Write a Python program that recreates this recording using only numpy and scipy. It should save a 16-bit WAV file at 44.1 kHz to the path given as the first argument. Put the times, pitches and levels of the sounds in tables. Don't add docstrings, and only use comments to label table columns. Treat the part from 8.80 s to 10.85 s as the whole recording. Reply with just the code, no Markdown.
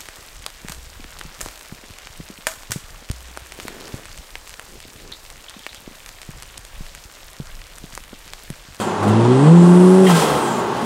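import sys
import numpy as np
from scipy.fft import rfft, irfft, next_fast_len
from scipy.io import wavfile
from scipy.ndimage import map_coordinates

SR = 44100
rng = np.random.default_rng(int(sys.argv[2]) if len(sys.argv) > 2 else 0)


def put_to_file(sound):
    columns = np.atleast_2d(sound).T
    safe = np.clip(columns, -1, 1)
    whole_steps = np.round(safe * 32767)
    wavfile.write(sys.argv[1], SR, whole_steps.astype(np.int16))


N = 90404

# time in seconds, firing rate in Hz.
PULL = [(0.24, 103.1), (0.298, 104.7), (0.488, 122.4), (0.588, 134.3), (0.664, 153.1), (0.702, 162.6),
        (0.746, 172.0), (0.904, 175.8), (1.212, 189.3), (1.272, 186.5), (1.338, 168.6), (1.37, 165.5)]
REVS = [(0, 106), (.17, 101)] + PULL + [(1.44, 155), (1.6, 140), (1.85, 120), (2.05, 113)]
# time in seconds, drive in dB.
BOOM = [(0, -21.5), (.15, -20), (.22, -6), (.31, 3), (.7, 5.5), (1.27, 2.5), (1.35, -0.5), (1.385, -8),
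        (1.43, -15), (1.54, -10.5), (1.62, -15), (2.05, -28)]
# time in seconds, overtone drive in dB, rasp level in dB.
THROTTLE = [(0, -14.5, -37), (.16, -35, -48), (.24, -10.5, -31), (.27, -1.5, -26), (.33, -3.5, -26.5),
            (.5, -4, -24.5), (.72, -2, -26), (1.265, -1.5, -27.5), (1.293, -13.5, -34.5),
            (1.55, -17, -29.5), (1.65, -46, -51), (1.94, -25, -49), (2.03, -16, -38)]
# gain in dB of firing order 1, 2, 3 and so on.
ORDERS_DB = [0, -0.5, -1, -9, -9.5, -7.5, -12, -9]
# frequency in Hz, gain in dB.
CABIN_EQ = [(100, -18.5), (138, -20), (153, -13.5), (169, -10.5), (179, -12), (187, -13.5), (218, -13),
            (228, -10.5), (235, -32), (244, -12.5), (302, -13.5), (319, -25), (336, -17), (354, -12.5),
            (366, -9.5), (377, -9), (402, -14.5), (432, -22.5), (465, -14.5), (510, -21.5), (526, -37.5),
            (565, -22), (680, -47), (850, -23.5), (1500, -39.5)]
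# time in seconds, hiss in dB, ring in dB.
JET_LEVELS = [(0, -30, -32), (.15, -54, -65), (.3, -64, -70), (1.2, -74, -65), (1.25, -32, -45),
              (1.298, -25, -41), (1.335, -26, -32.5), (1.37, -23.5, -26.5), (1.415, -22, -26),
              (1.47, -28, -31), (1.57, -36, -37.5), (1.78, -38.5, -39), (1.9, -44.5, -57), (2.05, -38, -56)]
# pitch in Hz, width in Hz, relative level in dB.
JET_MODES = [(3222, 120, -1), (2920, 58, -5), (1573, 59, 4), (1325, 140, 3.5)]
PIPE_MODES = [(403, 146, 9.5), (520, 170, 3.5), (806, 134.6, 8.5), (1054, 59, 9), (1295, 77, 3.5),
              (1510, 67, -16), (1940, 100, -16)]
CHIRP_MODES = [(2830, 230, 3), (3130, 170, 6.5), (1900, 230, 9)]
# time in seconds, centre pitch in Hz, whoosh in dB, whistle in dB.
SPOOL = [(0, 7930, -42, -45), (.15, 6700, -49, -50), (.35, 7310, -55, -69), (.6, 8200, -43, -62),
         (.82, 7500, -40.5, -50), (1.0, 8680, -44, -60), (1.25, 8820, -58, -62), (1.56, 8930, -43, -56),
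         (1.645, 8200, -37.5, -46), (1.735, 7200, -41.5, -42), (1.8, 7080, -48, -45),
         (1.88, 6690, -53, -62), (2.05, 6050, -54, -55)]
# time in seconds, level in dB.
INTAKE_LEVEL = [(.3, -49.5), (.6, -69), (.85, -41.5), (1.1, -37.5), (1.26, -37), (1.4, -50), (1.6, -57)]
# start in seconds, knock level in dB, rattle level in dB.
KNOCKS = [(.226, -21, -40.5), (0.277, -24, -39), (0.656, -22, -60), (1.778, -23.5, -40)]
# frequency in Hz, relative level in dB.
RASP_COLOUR = [(150, -30), (300, 9.5), (500, 5.5), (900, 0), (1600, -14.5), (3000, -13.5), (6000, -22),
               (10000, -23), (15000, -106)]
SHUDDER_COLOUR = [(35, -20), (60, 8), (73, 21), (90, -18), (130, -52)]
JET_COLOUR = [(600, -17), (1400, 2), (2200, 0.5), (3300, 2), (4500, -1.5), (6000, -3), (8500, -0.5),
              (11000, -8), (15500, -17.5)]
INTAKE_COLOUR = [(3000, -17), (5400, 5.5), (6300, 2), (7800, 8.5), (10000, 7.5), (12000, -4.5),
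                 (15500, -18)]
KNOCK_COLOUR = [(150, -13), (400, 8.5), (950, 10.5), (1600, -6), (4000, -16), (9000, -48)]
RATTLE_COLOUR = [(1000, -7), (3000, -9), (8000, 12), (15000, -6)]
ROAD_COLOUR = [(15, -74), (25, -53), (101, -16.5), (188, -4.5), (215, -2.5), (322, -12), (349, -4),
               (433, -3), (469, -13), (582, -10.5), (666, -11.5), (871, -6), (1200, -13.5), (2300, -28.5),
               (2560, -26), (6730, -40), (15500, -105)]
# centre in Hz, width in Hz, gain in dB.
CABIN_RINGS = [(490, 11.4, 5.5), (783, 12, 0.5), (1116, 27, 6), (1370, 40, 3.5), (1577, 25, 6),
               (1846, 12, 1.5), (1996, 27, 4.5), (2320, 22, -9.5), (2910, 17, -1.5), (3190, 20, 7),
               (3410, 40, 4)]
# frequency in Hz, side over mid in dB.
SPREAD = [(30, -1), (90, -32), (300, -63), (700, -70), (1400, -41), (2800, -24), (5500, -14), (9000, -36.5),
          (13000, -20)]

SHAKE_DB, JITTER_RAD = 0.5, 0.024
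DISPERSION_RAD = 0.863
UNEVEN_DB, UNEVEN_SAG_DB = -31, 4.5
RASP_DEPTH, OVERRUN_DB, ROAD_DB = 0.33, -44.5, -21.5
OPEN_S, GUSH_DB, CHIRP_DB = 1.27, -19, -22.5
FLUTTER_HZ, FLUTTER_DB, FLUTTER_LIFE_S = 15, 7, 0.086
CEILING, LOW_CUT_HZ, TOP_HZ = 1.01, 33, 15800


def engine():
    (firing_hz,), (boom_db,), (load_db, rasp_db) = curves(REVS), curves(BOOM), curves(THROTTLE)
    phase = 2 * np.pi * np.cumsum(firing_hz) / SR + JITTER_RAD * wobble(110)
    tone = np.zeros(N)
    for k, order_db in enumerate(ORDERS_DB, 1):
        drive_db = boom_db if k == 1 else load_db
        shake_db = SHAKE_DB * np.sqrt(k) * wobble(70)
        level_db = along(CABIN_EQ, k * firing_hz) + drive_db + order_db + shake_db
        tone += amp(level_db) * np.cos(k * phase - DISPERSION_RAD * (k - 1) * (k - 2))
        half_db = load_db + UNEVEN_DB - UNEVEN_SAG_DB * (k - 2) + 1.5 * wobble(23.8)
        tone += amp(half_db) * np.cos((k + 0.5) * phase + 0.78 * wobble(25.4))
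    puffs = unit(1 + RASP_DEPTH * np.cos(phase))
    rasp = amp(rasp_db + wobble(80)) * puffs * rush(RASP_COLOUR)
    return np.sqrt(2) * tone + rasp


def overrun():
    swell = burst(1.365, attack_s=0.03, hold_s=0.18, fall_db_per_s=17)
    return amp(OVERRUN_DB) * swell * rush(SHUDDER_COLOUR)


def blow_off():
    hiss_db, ring_db = curves(JET_LEVELS)
    flicker = amp(1.1 * wobble(110))
    jet = amp(hiss_db) * rush(JET_COLOUR) + amp(ring_db) * blown(JET_MODES, order=2)
    age = np.maximum(np.arange(N) / SR - OPEN_S, 0)
    flutter_db = -FLUTTER_DB * np.exp(-age / FLUTTER_LIFE_S) * np.cos(2 * np.pi * FLUTTER_HZ * age)
    dump = burst(OPEN_S, attack_s=0.0068, hold_s=0.27, fall_db_per_s=54)
    gush = amp(GUSH_DB + flutter_db) * dump * blown(PIPE_MODES)
    lift = burst(1.257, attack_s=0.013, hold_s=0.012, fall_db_per_s=400)
    chirp = amp(CHIRP_DB) * lift * blown(CHIRP_MODES, order=2)
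    return flicker * jet + gush + chirp


def turbo():
    (centre_hz, whoosh_db, whistle_db), (intake_db,) = curves(SPOOL), curves(INTAKE_LEVEL)
    waver = amp(wobble(25))
    whoosh = amp(whoosh_db) * gliding_band(centre_hz, half_width_hz=1050)
    whistle = amp(whistle_db) * gliding_band(centre_hz, half_width_hz=300)
    intake = amp(intake_db + 0.87 * wobble(60)) * rush(INTAKE_COLOUR)
    return waver * (whoosh + whistle) + intake


def trim():
    knock, rattle = rush(KNOCK_COLOUR), rush(RATTLE_COLOUR)
    hits = np.zeros((2, N))
    for start_s, knock_db, rattle_db in KNOCKS:
        hit = burst(start_s, attack_s=0.0018, hold_s=0.0086, fall_db_per_s=340)
        hits += hit * (amp(knock_db) * knock + amp(rattle_db) * rattle)
    return hits


def road():
    return amp(ROAD_DB + 0.37 * wobble(15.45)) * rush(ROAD_COLOUR)


def amp(db):
    return 10 ** (np.asarray(db) / 20)


def unit(x):
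    return x / np.sqrt(np.mean(x ** 2) + 1e-20)


def along(points, hz):
    points_hz, db = np.transpose(points)
    return np.interp(np.log(hz + 1), np.log(points_hz + 1), db)


def curves(rows):
    times, *columns = np.transpose(rows)
    return [np.interp(np.arange(N) / SR, times, column) for column in columns]


def wobble(rate):
    return map_coordinates(rng.standard_normal(8192), [np.arange(N) * rate / SR], mode="wrap")


def burst(start_s, attack_s, hold_s, fall_db_per_s):
    age = np.arange(N) / SR - start_s
    return np.clip(age / attack_s, 0, 1) * amp(-fall_db_per_s * np.maximum(age - attack_s - hold_s, 0))


def filtered(x, response):
    size = next_fast_len(N + 8192)
    return irfft(rfft(x, size) * response(np.fft.rfftfreq(size, 1 / SR)), size)[..., :N]


def cabin_noise(response):
    def mid_side_gain(hz):
        rings_db = sum(db / (1 + (2 * (hz - centre) / width) ** 2) for centre, width, db in CABIN_RINGS)
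        return response(hz) * amp(rings_db) * np.array([np.ones_like(hz), amp(along(SPREAD, hz))])
    mid, side = filtered(rng.standard_normal((2, N)), mid_side_gain)
    return unit(np.array([mid + side, mid - side]))


def rush(colour):
    return cabin_noise(lambda hz: amp(along(colour, hz)))


def blown(modes, order=1):
    def response(hz):
        power = 0
        for centre, width, db in modes:
            peak = abs(hz * width / (centre ** 2 - hz ** 2 + 1j * hz * width))
            power += (amp(db) * peak ** order) ** 2
        return np.sqrt(power)
    return cabin_noise(response)


def gliding_band(centre_hz, half_width_hz):
    carrier = np.exp(2j * np.pi * np.cumsum(centre_hz) / SR)
    real, imag = filtered(rng.standard_normal((2, N)), lambda hz: 1 / (1 + (hz / half_width_hz) ** 2))
    return unit(np.real((real + 1j * imag) * carrier))


def scene():
    return engine() + overrun() + road() + turbo() + blow_off() + trim()


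def record(dry):
    rounded = dry / (1 + np.abs(dry / CEILING) ** 12) ** (1 / 12)
    return filtered(rounded, lambda hz: (hz < TOP_HZ) * hz ** 2 / (hz ** 2 + LOW_CUT_HZ ** 2))


dry = scene()
out = record(dry)
put_to_file(out)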